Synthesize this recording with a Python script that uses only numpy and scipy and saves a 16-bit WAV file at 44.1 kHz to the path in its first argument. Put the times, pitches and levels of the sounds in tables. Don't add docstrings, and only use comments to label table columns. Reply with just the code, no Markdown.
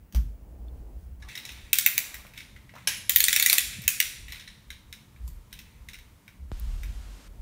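import sys
import numpy as np
from scipy import signal
from scipy.fft import rfft, irfft, next_fast_len
from scipy.io import wavfile

SR = 44100
rng = np.random.default_rng(int(sys.argv[2]) if len(sys.argv) > 2 else 0)


def inscribe(sig):
    pcm = np.round(np.clip(np.atleast_2d(sig).T, -1, 1) * 32767)
    wavfile.write(sys.argv[1], SR, pcm.astype(np.int16))


def amplitude_ratio(level_db):
    exponent = np.asarray(level_db, float) / 20
    return 10 ** exponent


N = 327001


def rms_one(x):
    return x / np.sqrt(np.mean(x ** 2) + 1e-20)


def drift(rate):
    r = np.exp(-2 * np.pi * rate / SR)
    walk = signal.lfilter([1], [1, -2 * r, r * r], rng.standard_normal(N + SR // 4))
    return rms_one(walk[SR // 4:])


def coloured(spectrum):
    size = next_fast_len(N)
    bins = rfft(rng.standard_normal(size))
    points_hz, points_db = np.transpose(spectrum)
    hz = np.arange(len(bins)) * SR / size
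    level_db = np.interp(np.log(hz + 1), np.log(points_hz), points_db)
    return rms_one(irfft(bins * amplitude_ratio(level_db), size)[:N])


def swell(s, db, length, rise=0.79):
    out = np.zeros(N)
    near = np.arange(max(int((s - 4 * length) * SR), 0), min(int((s + 4 * length) * SR), N))
    u = (near / SR - s) / length
    out[near] = amplitude_ratio(db) * np.exp(-np.where(u < 0, u / rise, u) ** 2)
    return out


def body(x, peaks, lean_db=0):
    out = 0
    places = np.linspace(-1, 1, len(peaks))
    for k, ((hz, width, db), place) in enumerate(zip(peaks, places)):
        r = np.exp(-np.pi * width / SR)
        poles = [1, -2 * r * np.cos(2 * np.pi * hz / SR), r * r]
        ringing = signal.lfilter([1, 0, -1], poles, x + 1e-18) * (1 - r * r) / 2
        out = out + (-1) ** k * amplitude_ratio(db + place * lean_db) * ringing
    return out


def struck(at_s, peak_db, peaks, rise, fall, lean_db=0):
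    t = np.arange(SR // 40) / SR
    shape = (1 - np.exp(-(t / rise) ** 2)) * np.exp(-t / fall)
    chatter = rng.standard_normal((len(at_s), len(t))) * shape
    hits = body(chatter, peaks, np.reshape(lean_db, (-1, 1)))
    out = np.zeros(N + len(t))
    for s, db, hit in zip(at_s, peak_db, hits):
        start = round(s * SR)
        out[start:start + len(t)] += amplitude_ratio(db) * hit / np.abs(hit).max()
    return out[:N]


def rung(at_s, peak_db, hz, rise, fall):
    t = np.arange(SR // 40) / SR
    out = np.zeros(N + len(t))
    shape = (1 - np.exp(-(t / rise) ** 2)) * np.exp(-t / fall)
    shape = shape / shape.max()
    for s, db, f in np.broadcast(at_s, peak_db, hz):
        start = round(s * SR)
        out[start:start + len(t)] += amplitude_ratio(db) * shape * np.sin(2 * np.pi * (f * t + rng.random()))
    return out[:N]


# (delay t/s, level/dB)
ECHOES = [
    (.0068, -11),
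    (0.0103, -7.5),
    (.024, -12.5),
]


def hall(x, peaks, t60, wet_db, blur=1.9):
    out = x.copy()
    for s, db in ECHOES:
        out[round(s * SR):] += amplitude_ratio(db) * x[:-round(s * SR)]
    t = np.arange(SR * 3 // 4) / SR
    tail = rng.standard_normal(len(t)) * amplitude_ratio(-60 * t / t60) * (1 - np.exp(-t / 0.00033))
    own = signal.oaconvolve(x, tail / np.sqrt(np.sum(tail ** 2)))[:N]
    fill = np.exp(-1 / (0.00077 * SR))
    keep = amplitude_ratio(-2 * 60 / (t60 * SR))
    decay = np.convolve([1, -keep], [1, -fill])
    energy = signal.lfilter([(1 - keep) * (1 - fill)], decay, x ** 2 + 1e-18)
    wide = [(hz, blur * width, db) for hz, width, db in peaks]
    mixed = np.sqrt(np.abs(energy)) * rms_one(body(rng.standard_normal(N), wide))
    share = 0.45
    return out + amplitude_ratio(wet_db) * (np.sqrt(share) * own + np.sqrt(1 - share) * mixed)


# (t/s, level/dB)
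STIRRING = [(0.0, -70), (0.2, -67.5), (0.37, -62.5), (0.6, -58.5), (0.9, -58.5), (1.05, -66), (2.04, -65),
            (2.64, -68.5), (3.51, -62), (4.6, -70), (5.34, -68.5), (6.48, -69.5), (6.73, -65.5),
            (7.41, -64)]
# (peak t/s, level/dB, length/s)
SCUFFS = [
    (0.174, -36.5, 0.048),
    (0.257, -51, 0.038),
    (2.904, -50.5, 0.068),
    (3.8, -45.5, 0.048),
    (6.858, -48, 0.019),
]
# (f/Hz, density/dB per Hz)
MURMUR = [(47, -57), (80, -10.5), (129, -7), (145, -13.5), (167, -13), (216, -12), (252, -26), (320, -26),
          (420, -56), (700, -120)]
RUSH = [(150, -36.5), (250, -1.5), (300, -5), (360, -8), (498, -9.5), (572, -11), (764, -14.5), (1300, -29),
        (1690, -69), (2860, -120)]
# (f/Hz, density/dB per Hz)
EARLY_HISS = [(530, -55), (900, -8), (1130, -12), (1460, -10), (2900, -15.5), (3560, -21), (4830, -21.5),
              (13900, -19.5), (15900, -7), (16500, -28)]
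MAIN_HISS = [(530, -50), (900, 2.5), (1520, -3.5), (2440, -4.5), (2630, -9), (2930, -6.5), (4830, -10.5),
             (14100, -11.5), (15700, -12), (16500, -36.5)]
BRIGHT_HISS = [(530, -5), (900, -1.5), (1820, -2.5), (2240, -3.5), (3040, -3.5), (9310, -10), (10500, -15),
               (12200, -12.5), (15700, -22), (16500, -39)]
HISS_DB = [-69, -65, -54]
CHANGE_S = 1.2


def air(boom_level):
    t = np.arange(N) / SR
    stir_db = np.interp(t, *np.transpose(STIRRING))
    shaken = amplitude_ratio(-21) * boom_level + sum(swell(*row) for row in SCUFFS)
    rest = amplitude_ratio(-58 + 0.22 * (stir_db - stir_db.mean()))
    murmur = np.hypot(rest, shaken) * amplitude_ratio(1.5 * drift(21)) * coloured(MURMUR)
    rush = amplitude_ratio(stir_db + 1.5) * coloured(RUSH)
    bright_start_s, bright_end_s = 6.52, 7.28
    state = (t > CHANGE_S) * 1 + (t > bright_start_s) * (t < bright_end_s)
    spectra = [EARLY_HISS, MAIN_HISS, BRIGHT_HISS]
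    hiss = np.choose(state, [amplitude_ratio(db) * coloured(c) for db, c in zip(HISS_DB, spectra)])
    build_db = (state == 2) * (-2.5 + 0.35 * (t - bright_start_s))
    hush = swell(6.44, -9, 0.11) * (state < 2)
    return murmur + rush + hiss * amplitude_ratio(build_db) * (1 - hush)


def whine():
    t = np.arange(N) / SR
    return amplitude_ratio(-79 + 3 * drift(24)) * np.sin(2 * np.pi * 15800 * t) * (t < CHANGE_S)


# (peak t/s, level/dB, f/Hz, length/s)
FLOOR_BOOMS = [
    (.03, -55.5, 50.6, 0.083),
    (.27, -36, 50.1, 0.09),
    (.42, -44, 50.4, 0.042),
    (.51, -42.5, 55.1, 0.044),
    (.62, -41.5, 58, 0.1),
    (.72, -43.5, 62.6, 0.1),
    (.87, -42.5, 50.9, 0.1),
    (1.0, -40.5, 60, 0.094),
    (1.13, -44.5, 62, 0.094),
    (1.24, -42.5, 56, 0.057),
               (1.54, -47.5, 60.1, 0.044), (1.636, -44.5, 52.1, 0.028), (2.202, -56, 63, 0.073),
                (2.55, -57, 64.2, 0.11), (2.917, -61, 69, 0.093), (3.17, -55, 60, 0.068),
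                (3.683, -49.5, 52, 0.053), (3.865, -39, 68.9, 0.014), (4.273, -44.5, 60.3, 0.067),
                (4.698, -53, 58, 0.035), (5.257, -34, 61, 0.061), (5.356, -45, 40, 0.069),
                (5.772, -50, 51.7, 0.037), (5.828, -46.5, 55, 0.051), (5.995, -55, 37.9, 0.046),
                (6.11, -59, 58, 0.085), (6.431, -41.5, 68, 0.045), (6.494, -40, 56.1, 0.017),
                (6.648, -31, 55.1, 0.065), (6.73, -31.5, 35.9, 0.098), (6.887, -33, 47.85, 0.12),
                (7.08, -42, 45, 0.1), (7.325, -42.5, 42, 0.078), (7.41, -37.5, 35.3, 0.027)]


def boom():
    clock = np.cumsum(1 + .03 * drift(9)) / SR
    loose = coloured([(12, -35.0), (30, 8.0), (45, 6.0), (75, 10.0), (105, -5.5), (140, -44.5)])
    modes, power = 0, 0
    for s, db, hz, length in FLOOR_BOOMS:
        push = swell(s, db, length)
        modes = modes + push * np.sqrt(2) * np.sin(2 * np.pi * (hz * clock + rng.random()))
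        power = power + push ** 2
    level = np.sqrt(power)
    rest = amplitude_ratio(-60 + 4.1 * drift(3.8))
    return modes + (0.42 * level + rest) * loose, level


def slam():
    t = np.maximum(np.arange(N) / SR - 0.15, 0)
    shape = (1 - np.exp(-t / 0.0084)) * np.exp(-(t / 0.065) ** 3.0)
    return -amplitude_ratio(-14.5) * np.sin(2 * np.pi * 58 * t) * shape


# (t/s, peak level/dB)
LATCH = [
    (0.1244, -39),
    (0.1473, -26.5),
    (0.151, -42),
    (0.1603, -34.5),
]
# (f/Hz, width/Hz, level/dB)
LATCH_MODES = [(1020, 480, 0), (1700, 320, 5), (2840, 1700, -1.5), (4540, 340, 4), (5670, 1100, 0.5),
               (9400, 2900, -5), (14100, 1900, 1.5)]


def latch():
    return hall(struck(*np.transpose(LATCH), LATCH_MODES, rise=0.00029, fall=0.0023), LATCH_MODES,
                t60=0.3, wet_db=-1.0)


def thud():
    at_s = 6.5163
    t = np.maximum(np.arange(N) / SR - at_s, 0)
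    turns = 3.8 * np.log(np.maximum(t, 1e-4) / .0004) + 2 * np.pi * 18 * t
    shape = (t > .00025) * (0.52 + 40 * t) * np.exp(-(t / 0.033) ** 1.4)
    crack_modes = [(1200, 1500, -2), (3000, 2500, -1), (6000, 3700, -9), (11000, 5000, -21)]
    crack = struck([at_s], [-35], crack_modes, rise=.0002, fall=.0008)
    return crack - amplitude_ratio(-27) * np.cos(turns) * shape


# (t/s, peak level/dB, f/Hz, t60/s)
KNOCKS = [
    (.147, -33, 563, 0.021),
    (0.683, -50.5, 3500, 0.027),
    (1.227, -40, 1700, 0.069),
    (2.739, -37, 674, 0.021),
    (2.874, -44, 660, 0.041),
    (3.095, -26.5, 615, 0.0075),
    (3.785, -30.5, 163.6, 0.11),
    (5.277, -48, 1000, 0.035),
    (7.39, -65, 663, 0.046),
]


def knocks():
    t = np.arange(SR // 5) / SR
    out = np.zeros(N + len(t))
    for s, db, hz, t60 in KNOCKS:
        pair = np.sin(2 * np.pi * hz * t) + 0.365 * np.sin(2 * np.pi * 1.21 * hz * t)
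        start = round(s * SR)
        out[start:start + len(t)] += amplitude_ratio(db - 3.5 - 60 * t / t60) * pair * (1 - np.exp(-t * hz * 3.4))
    return out[:N]


# (t/s, peak level/dB)
CLOSE_TICKS = [
    (6.577, -50),
    (6.5976, -35),
]


def close_ticks():
    return struck(*np.transpose(CLOSE_TICKS), SPRING[:3], rise=.0003, fall=0.0012)


# (t/s, peak level/dB)
FLICK = [
    (5.2705, -53),
    (5.2773, -36.5),
    (5.288, -57),
]
# (f/Hz, width/Hz, level/dB)
FLICK_MODES = [(3500, 2800, -6), (6160, 1400, -1), (8000, 1500, -1.5), (10400, 1500, -4), (12800, 1900, 1),
               (14800, 1500, -2)]


def flick():
    return hall(struck(*np.transpose(FLICK), FLICK_MODES, rise=0.00038, fall=0.0036), FLICK_MODES,
                t60=0.35, wet_db=-2.0)


# (t/s, peak level/dB)
CLACK = [
    (2.8723, -14.5),
    (2.882, -22),
]
# (f/Hz, width/Hz, level/dB)
CLACK_MODES = [(1000, 1100, -17), (1790, 200, -2.5), (2300, 450, -3.5), (3050, 300, -0.5),
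               (3920, 360, -7.5), (5350, 300, -4), (5920, 550, -3.5), (6560, 900, -5.5), (10960, 780, -6),
               (11500, 700, -6.5)]
CLACK_TOP = [(7500, 1200, -4.5), (8420, 1500, -4), (9500, 830, -3), (12400, 1200, -3), (13500, 1200, -3),
             (14850, 1500, -4)]
# (f/Hz, level/dB)
CLACK_RINGS = [(1620, -28), (2500, -27.5), (3110, -25.5), (3950, -27), (5330, -23), (5750, -24),
               (6200, -22.5), (8300, -27.5), (9200, -27.5), (10950, -20.5)]


def clack():
    s, db = np.transpose(CLACK)
    chatter = struck(s, db, CLACK_MODES, rise=0.00055, fall=0.0042)
    hiss = struck(s, db - 4.5, CLACK_TOP, rise=0.00075, fall=0.0043)
    rings = sum(rung(s[0], ring_db, hz, rise=0.00091, fall=0.0053) for hz, ring_db in CLACK_RINGS)
    beamed = 0.45
    slap = hall(chatter + (1 - beamed) * rings, CLACK_MODES, t60=0.52, wet_db=1.0)
    return slap + beamed * rings + hall(hiss, CLACK_TOP, t60=0.33, wet_db=0.5)


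# (peak t/s, level/dB, length/s)
SCRAPES = [
    (1.25, -65, .04),
    (1.45, -66, .13),
    (2.1, -68, .2),
    (2.757, -53, .012),
    (3.525, -56, .02),
    (4.33, -70, .06),
]
# (f/Hz, width/Hz, level/dB)
BOARDS = [(655, 210, -5.5), (795, 230, -1.5), (1163, 450, -6)]


def boards():
    s, strength_db = np.array(SNAPS)[:, :2].T
    answer = struck(s, strength_db + np.array(TEETH)[:, 4], BOARDS, rise=0.00037, fall=0.0053)
    scrape = sum(swell(*row, rise=0.53) for row in SCRAPES) * amplitude_ratio(7.5 * drift(150))
    rasp = scrape * rms_one(body(rng.standard_normal(N), BOARDS))
    return hall(answer + rasp, BOARDS, t60=0.4, wet_db=-2.0)


# (start t/s, length/s, level/dB)
ROLLS = [
    (1.277, 0.069, -45),
    (1.456, 0.42, -49.5),
    (2.35, 0.055, -49.5),
    (2.766, 0.089, -56.5),
    (3.66, 0.22, -44.5),
    (4.269, 0.13, -50),
    (5.499, 0.28, -58.5),
    (5.9, 0.16, -66),
]


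def rolls():
    t = np.arange(N) / SR
    out = 0
    for s, length, db in ROLLS:
        sag_db = 26 * np.clip(t - s, 0, length)
        stop_db = 297.5 * np.clip(t - s - length, 0, 1)
        out = out + amplitude_ratio(db - sag_db - stop_db) * np.clip((t - s) / 0.015, 0, 1)
    return out


def light_levels(rows, gear_db):
    _, shell, running, spring = np.transpose(rows)
    return [shell, shell + running, shell + running + gear_db, shell + spring]


# (f/Hz, width/Hz, level/dB)
TOUCHED = [
    [(1600, 600, -3.5), (2140, 280, 3), (2684, 450, -4)],
    [(2860, 390, -7.5), (3864, 340, -2.5)],
    [(5390, 430, -2.5), (6495, 1000, -9), (9300, 570, -7.5)],
    [(10900, 450, -2.5), (13500, 3500, 1), (16500, 1200, -7)],
]
# (chatter under a slip/dB offset, in the second column; clear ring under a slip/dB, in the first;
# clear mode under a light touch f/Hz, its ring level/dB, its chatter level/dB)
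CLEAR = [
    (-3, -3.5, 2072, -3, -4.5),
    (-3, -4.5, 3780, -2.5, -4),
    (-5.5, -1.5, 5350, -10.5, -1.5),
    (-5.5, -2, 7600, -16, -1.5),
]
# (t/s, shell level/dB, running gear rel/dB, spring rel/dB)
TICKS = [(1.223, -46.5, -2.5, -21), (1.2865, -43, -4.5, -10), (1.3531, -35.5, -3, -4.5),
         (1.375, -33, -3, -5.5), (1.4513, -37.5, -0.5, -3), (1.491, -37.5, -3.5, -9.5),
         (1.5184, -48.5, 1.5, 5), (1.755, -34, -5, -1), (2.142, -34.5, -9, 1), (2.266, -45.5, -12, -6),
         (2.3363, -43, -10.5, -9), (2.376, -38.5, -3.5, -5), (2.4043, -40, -4.5, -17),
         (2.5624, -43.5, -24.5, -15.5), (2.6926, -45.5, -14.5, -27.5), (2.7377, -47, -15.5, -18),
         (2.7539, -51, 0, -1.5), (2.782, -46, -13.5, -9), (3.092, -45, 0.5, 0.1), (3.732, -38.5, -5.5, -12),
         (3.818, -54.5, 5.5, 17.5), (3.838, -40, -5, 0.5), (4.2823, -39, -8, -8), (4.3016, -52, 4, -4),
         (4.3215, -36.5, -1.5, -1), (4.345, -44, -5, -17), (4.358, -44, 0, -12), (4.37, -47, -9, -15),
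         (4.3959, -44, 1.5, -10.5), (4.409, -47, -3.5, -12), (4.423, -52, -13, -18),
         (4.4761, -39.5, -2.5, -20)]
TICK_SHELL_HZ = [1750, 2000, 2000, 2050, 2250, 2600, 2600, 2100, 1900, 2200, 2150, 2100, 2150, 2000, 2000,
                 2000, 2100, 2100, 2100, 2100, 2100, 2100, 2000, 2300, 2050, 2000, 2200, 2500, 2100, 2600,
                 2000, 2000]
TICK_GEAR_DB = [-3, -0.5, 0, -3, -0.5, -2.5, -1.5, 1.5, 3, 1, -5, -1.5, -3, 0, 0, -0.5, -0.5, -1, 0, 0, 0,
                -0.5, -6, -2, -2, -5, -5, -6, -3, -1, -3, -4]


def handling_ticks(k, slow):
    _, _, hz, ring_db, chatter_db = CLEAR[k]
    at = np.array(TICKS)[:, 0] - .0006
    db = light_levels(TICKS, TICK_GEAR_DB)[k]
    ring_hz = hz * rng.normal(1, 0.035, len(at)) if k else TICK_SHELL_HZ
    chatter = struck(at, db + 5.5 + chatter_db, TOUCHED[k], 0.0013 * slow, 0.0034 * slow)
    return chatter + rung(at, db + 3.5 + ring_db, ring_hz, .0008, 0.0023)


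# (t/s, shell level/dB, running gear rel/dB, spring rel/dB)
TOUCHES = [(4.7038, -39, -3, -10), (4.927, -39.5, -2.5, -5), (5.162, -55.5, -10, -20),
           (5.528, -40, -2, -2.5), (5.59, -46, 1.5, 3), (5.887, -40.5, -5, -8), (5.9335, -43, -5.5, -4),
           (5.942, -42.5, -10, -13), (5.953, -47, -9, -14), (5.987, -51, -6, -5), (6.2792, -45, -12.5, -10),
           (6.8335, -41, -8.5, -5)]
TOUCH_SHELL_HZ = [2100, 2040, 2290, 2000, 2600, 2100, 2300, 2300, 2770, 2100, 2300, 2020]
TOUCH_GEAR_DB = [-1, -0.5, -4.5, -2, -4, 1, -2.5, 2, 0, 0, 0.5, -0.5]


def resting_touches(k, slow):
    _, _, hz, ring_db, chatter_db = CLEAR[k]
    at = np.array(TOUCHES)[:, 0] - .0006
    db = light_levels(TOUCHES, TOUCH_GEAR_DB)[k]
    tap = struck(at, db + 8.0 + chatter_db, TOUCHED[k], 0.00031 * slow, 0.0034 * slow)
    return tap, rung(at, db + 6.0 + ring_db, hz if k else TOUCH_SHELL_HZ, 0.0007, 0.0022)


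# (t/s, strength level/dB, shell rel/dB, axle rel/dB, spring rel/dB)
SNAPS = [(1.731, -11.5, -6, -4.5, 1.5), (1.7858, -12.5, -11.5, -7, 0), (1.8623, -15.5, 1, -6.5, 7),
         (1.979, -15.5, -5.5, -8.5, 2.5), (3.0949, -12.5, -9.5, -5, 3.5), (3.1607, -14.5, -5, -2, 9),
         (3.2042, -12, -7, -5, 2), (3.24, -9, -14, -8.5, -4.5), (3.2829, -12, -3.5, -6.5, -2),
         (3.329, -12, -7, -5, -2.3), (3.362, -13, -2, -2.5, 1), (3.3977, -14, -6, -6.5, -1.2),
         (3.4254, -14.5, -6.5, 0, 3.5), (3.461, -11.5, -4, -8, 1), (3.4983, -11, -8, -7, -2),
         (3.529, -10, -9.5, -9, -1.5), (3.5821, -12.5, -6, -4.5, 0.5), (3.879, -8.5, -7.5, -13.5, -2.5),
         (4.002, -12.5, -2.5, -4, 1)]
# (shell f/Hz, axle f/Hz, gear f/Hz, gear rel/dB, boards rel/dB)
TEETH = [(2315, 3750, 8900, -2.5, -30.5), (2220, 3800, 8000, -2.5, -32.5), (2136, 3650, 7300, -2.5, -24.5),
         (2445, 3630, 6400, -0.5, -23), (2300, 3700, 9400, -3, -29), (1900, 3700, 7000, -2.5, -31.5),
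         (1990, 4200, 6600, -3.5, -30.5), (2200, 4400, 7600, -3, -36), (1900, 3770, 12000, -2.5, -34),
         (1850, 3400, 11000, -3, -32), (2200, 5600, 8300, -3.5, -28), (2200, 4300, 6900, -4.5, -28.5),
         (2200, 3700, 12000, -3.5, -31.5), (1900, 3800, 7000, -1.5, -33.5), (2400, 3980, 4200, -1.5, -32.5),
         (2400, 3500, 4600, -3.5, -25.5), (1936, 4100, 7200, -3, -35), (2280, 3100, 7000, -4, -39.5),
         (2360, 2840, 8100, -3.5, -33)]
SPRING_RING_HZ = [15200, 15250, 15050, 15200, 14100, 14370, 14600, 15300, 14800, 14460, 15200, 13800, 14500,
                  13520, 14100, 11500, 15200, 14700, 11460]
# (shell/dB, axle/dB, gear/dB, spring/dB)
LEANS = [(1, -7.5, 1.5, 0), (-9, -4.5, -0.5, -4.5), (2.5, 1, 1.5, 2.5), (3, 2, 0.5, -3), (1.5, -2, 2, 0),
         (0.5, -2, -1, -1.5), (1.5, -1.5, 1, 1.5), (-0.5, -3, 3, -3), (-2, 0.5, 1.5, 3),
         (-2.5, -0.5, 0.5, -1), (0.5, -2, 2, -0.5), (-0.5, 2.5, 0.5, -1.5), (-0.5, -1.5, 1, -1.5),
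         (1.5, -0.5, 1.5, -1), (-2, 1.5, 1.5, -1), (0, -3.5, 2, -3.5), (8.5, -2.5, 2, -2.5),
         (2, 3, -0.5, -3.5), (2, -2.5, -2.5, -3)]
RING_S = [0.0016, 0.0021, 0.0014, 0.0006]


def slips(k, peaks, slow):
    s, strength, shell, axle, spring = np.transpose(SNAPS)
    shell_hz, axle_hz, gear_hz, gear, _ = np.transpose(TEETH)
    ring_db, chatter_db = CLEAR[k][:2]
    at = s - .0006
    db = strength + [shell, axle, gear, spring][k] + 4
    lean_db = np.array(LEANS)[:, k]
    rested = np.diff(s, prepend=0) > .06
    first = struck(at[rested], db[rested] + chatter_db, peaks, 0.0004 * slow, 0.0018 * slow,
                   lean_db[rested])
    running = struck(at[~rested], db[~rested] + chatter_db, peaks, 0.00063 * slow, 0.0021 * slow,
                     lean_db[~rested])
    ring_hz = [shell_hz, axle_hz, gear_hz, SPRING_RING_HZ][k]
    return first, running, rung(at, db + ring_db, ring_hz, .0006 * slow, RING_S[k])


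# (f/Hz, width/Hz, level/dB)
SHELL = [(1000, 330, -13.5), (1728, 315, -5), (1954, 240, -1), (2300, 302, -1.5), (2643, 304, -4.5)]
AXLE = [(3500, 820, 1), (3760, 360, 5.5), (4500, 290, -8)]
GEAR = [(5860, 970, -3.5), (6460, 480, -1), (7080, 440, -3), (8380, 730, -4.5), (9500, 860, -5)]
SPRING = [(11570, 900, -1), (13300, 810, 1.5), (14070, 900, 5), (15600, 1000, 5)]
# (f/Hz, width/Hz, level/dB)
SPRING_IN_HALL = [(11400, 600, 2.5), (13200, 700, 1.5), (13900, 600, 2.5), (15200, 700, -1.5)]
# (contact slowness as a factor, whirr level/dB, hall t60/s, hall level/dB)
PARTS = [
    (1.16, -6, 0.61, -2),
    (1.25, -10.5, 0.69, -1),
    (1.29, -15, 0.61, -1.5),
    (0.8, -20.5, 0.39, -3),
]
BEAMED = [0.57, 0.5, 0.6, 0.64]


def car():
    contact_level = amplitude_ratio(2.2 * rng.exponential(1, N).clip(0, 4))
    teeth = (rng.random(N) < 1500 / SR) * contact_level * rng.choice([-1, 1], N)
    rolling = rolls()
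    tick_hall_db, touch_hall_db = [-0.5, -0.5, -0.5, 1.5], [-0.63, -0.65, -1.1, -0.5]
    first_direct, running_direct = [0.28, 0.18, 0.25, 0.6], [0.064, 0.073, 0.12, 0.4]
    hall_peaks = [SHELL, AXLE, GEAR, SPRING_IN_HALL]
    out = 0
    for k, peaks in enumerate([SHELL, AXLE, GEAR, SPRING]):
        slow, whirr_db, t60, wet_db = PARTS[k]
        light, beamed = TOUCHED[k], BEAMED[k]
        first, running, clear = slips(k, peaks, slow)
        soft = handling_ticks(k, slow)
        tap, knock = resting_touches(k, slow)
        whirr = rolling * amplitude_ratio(whirr_db) * rms_one(body(teeth, peaks))
        out = out + hall(first + running + (1 - beamed) * clear + whirr, hall_peaks[k], t60, wet_db)
        out = out + hall(soft, light, t60, wet_db + tick_hall_db[k], blur=2)
        out = out + hall(tap + (1 - beamed) * knock, light, 0.73 * t60, wet_db + touch_hall_db[k], blur=1.6)
        out = out + beamed * (clear + knock) + first_direct[k] * first + running_direct[k] * running
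    s, strength, _, _, spring = np.transpose(SNAPS)
    crack_db = strength + spring + 4 - 6.5
    out = out + struck(s, crack_db, SPRING, rise=0.00016, fall=0.0003)
    return signal.sosfilt(signal.butter(6, 1450, "high", fs=SR, output="sos"), out)


def scene():
    low, low_level = boom()
    background = air(low_level) + whine() + low
    blows = slam() + latch() + thud() + knocks()
    near = close_ticks() + flick() + clack() + boards() + car()
    return (background + blows + near)[None]


def roll_off(x):
    return signal.sosfilt(signal.butter(12, 17000, fs=SR, output="sos"), x)


def record(dry):
    cutoff_hz, leak_hz = 15950, 17000
    cut = signal.sosfilt(signal.cheby2(24, 60, cutoff_hz, fs=SR, output="sos"), dry)
    tips = dry - np.clip(dry, -.3, .3)
    band = signal.cheby2(8, 50, [cutoff_hz - 300, leak_hz], "band", fs=SR, output="sos")
    leak = signal.sosfilt(band, tips)
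    return roll_off(np.clip(cut + amplitude_ratio(-6.5) * leak, -1, 1))


dry = scene()
out = record(dry)
inscribe(out)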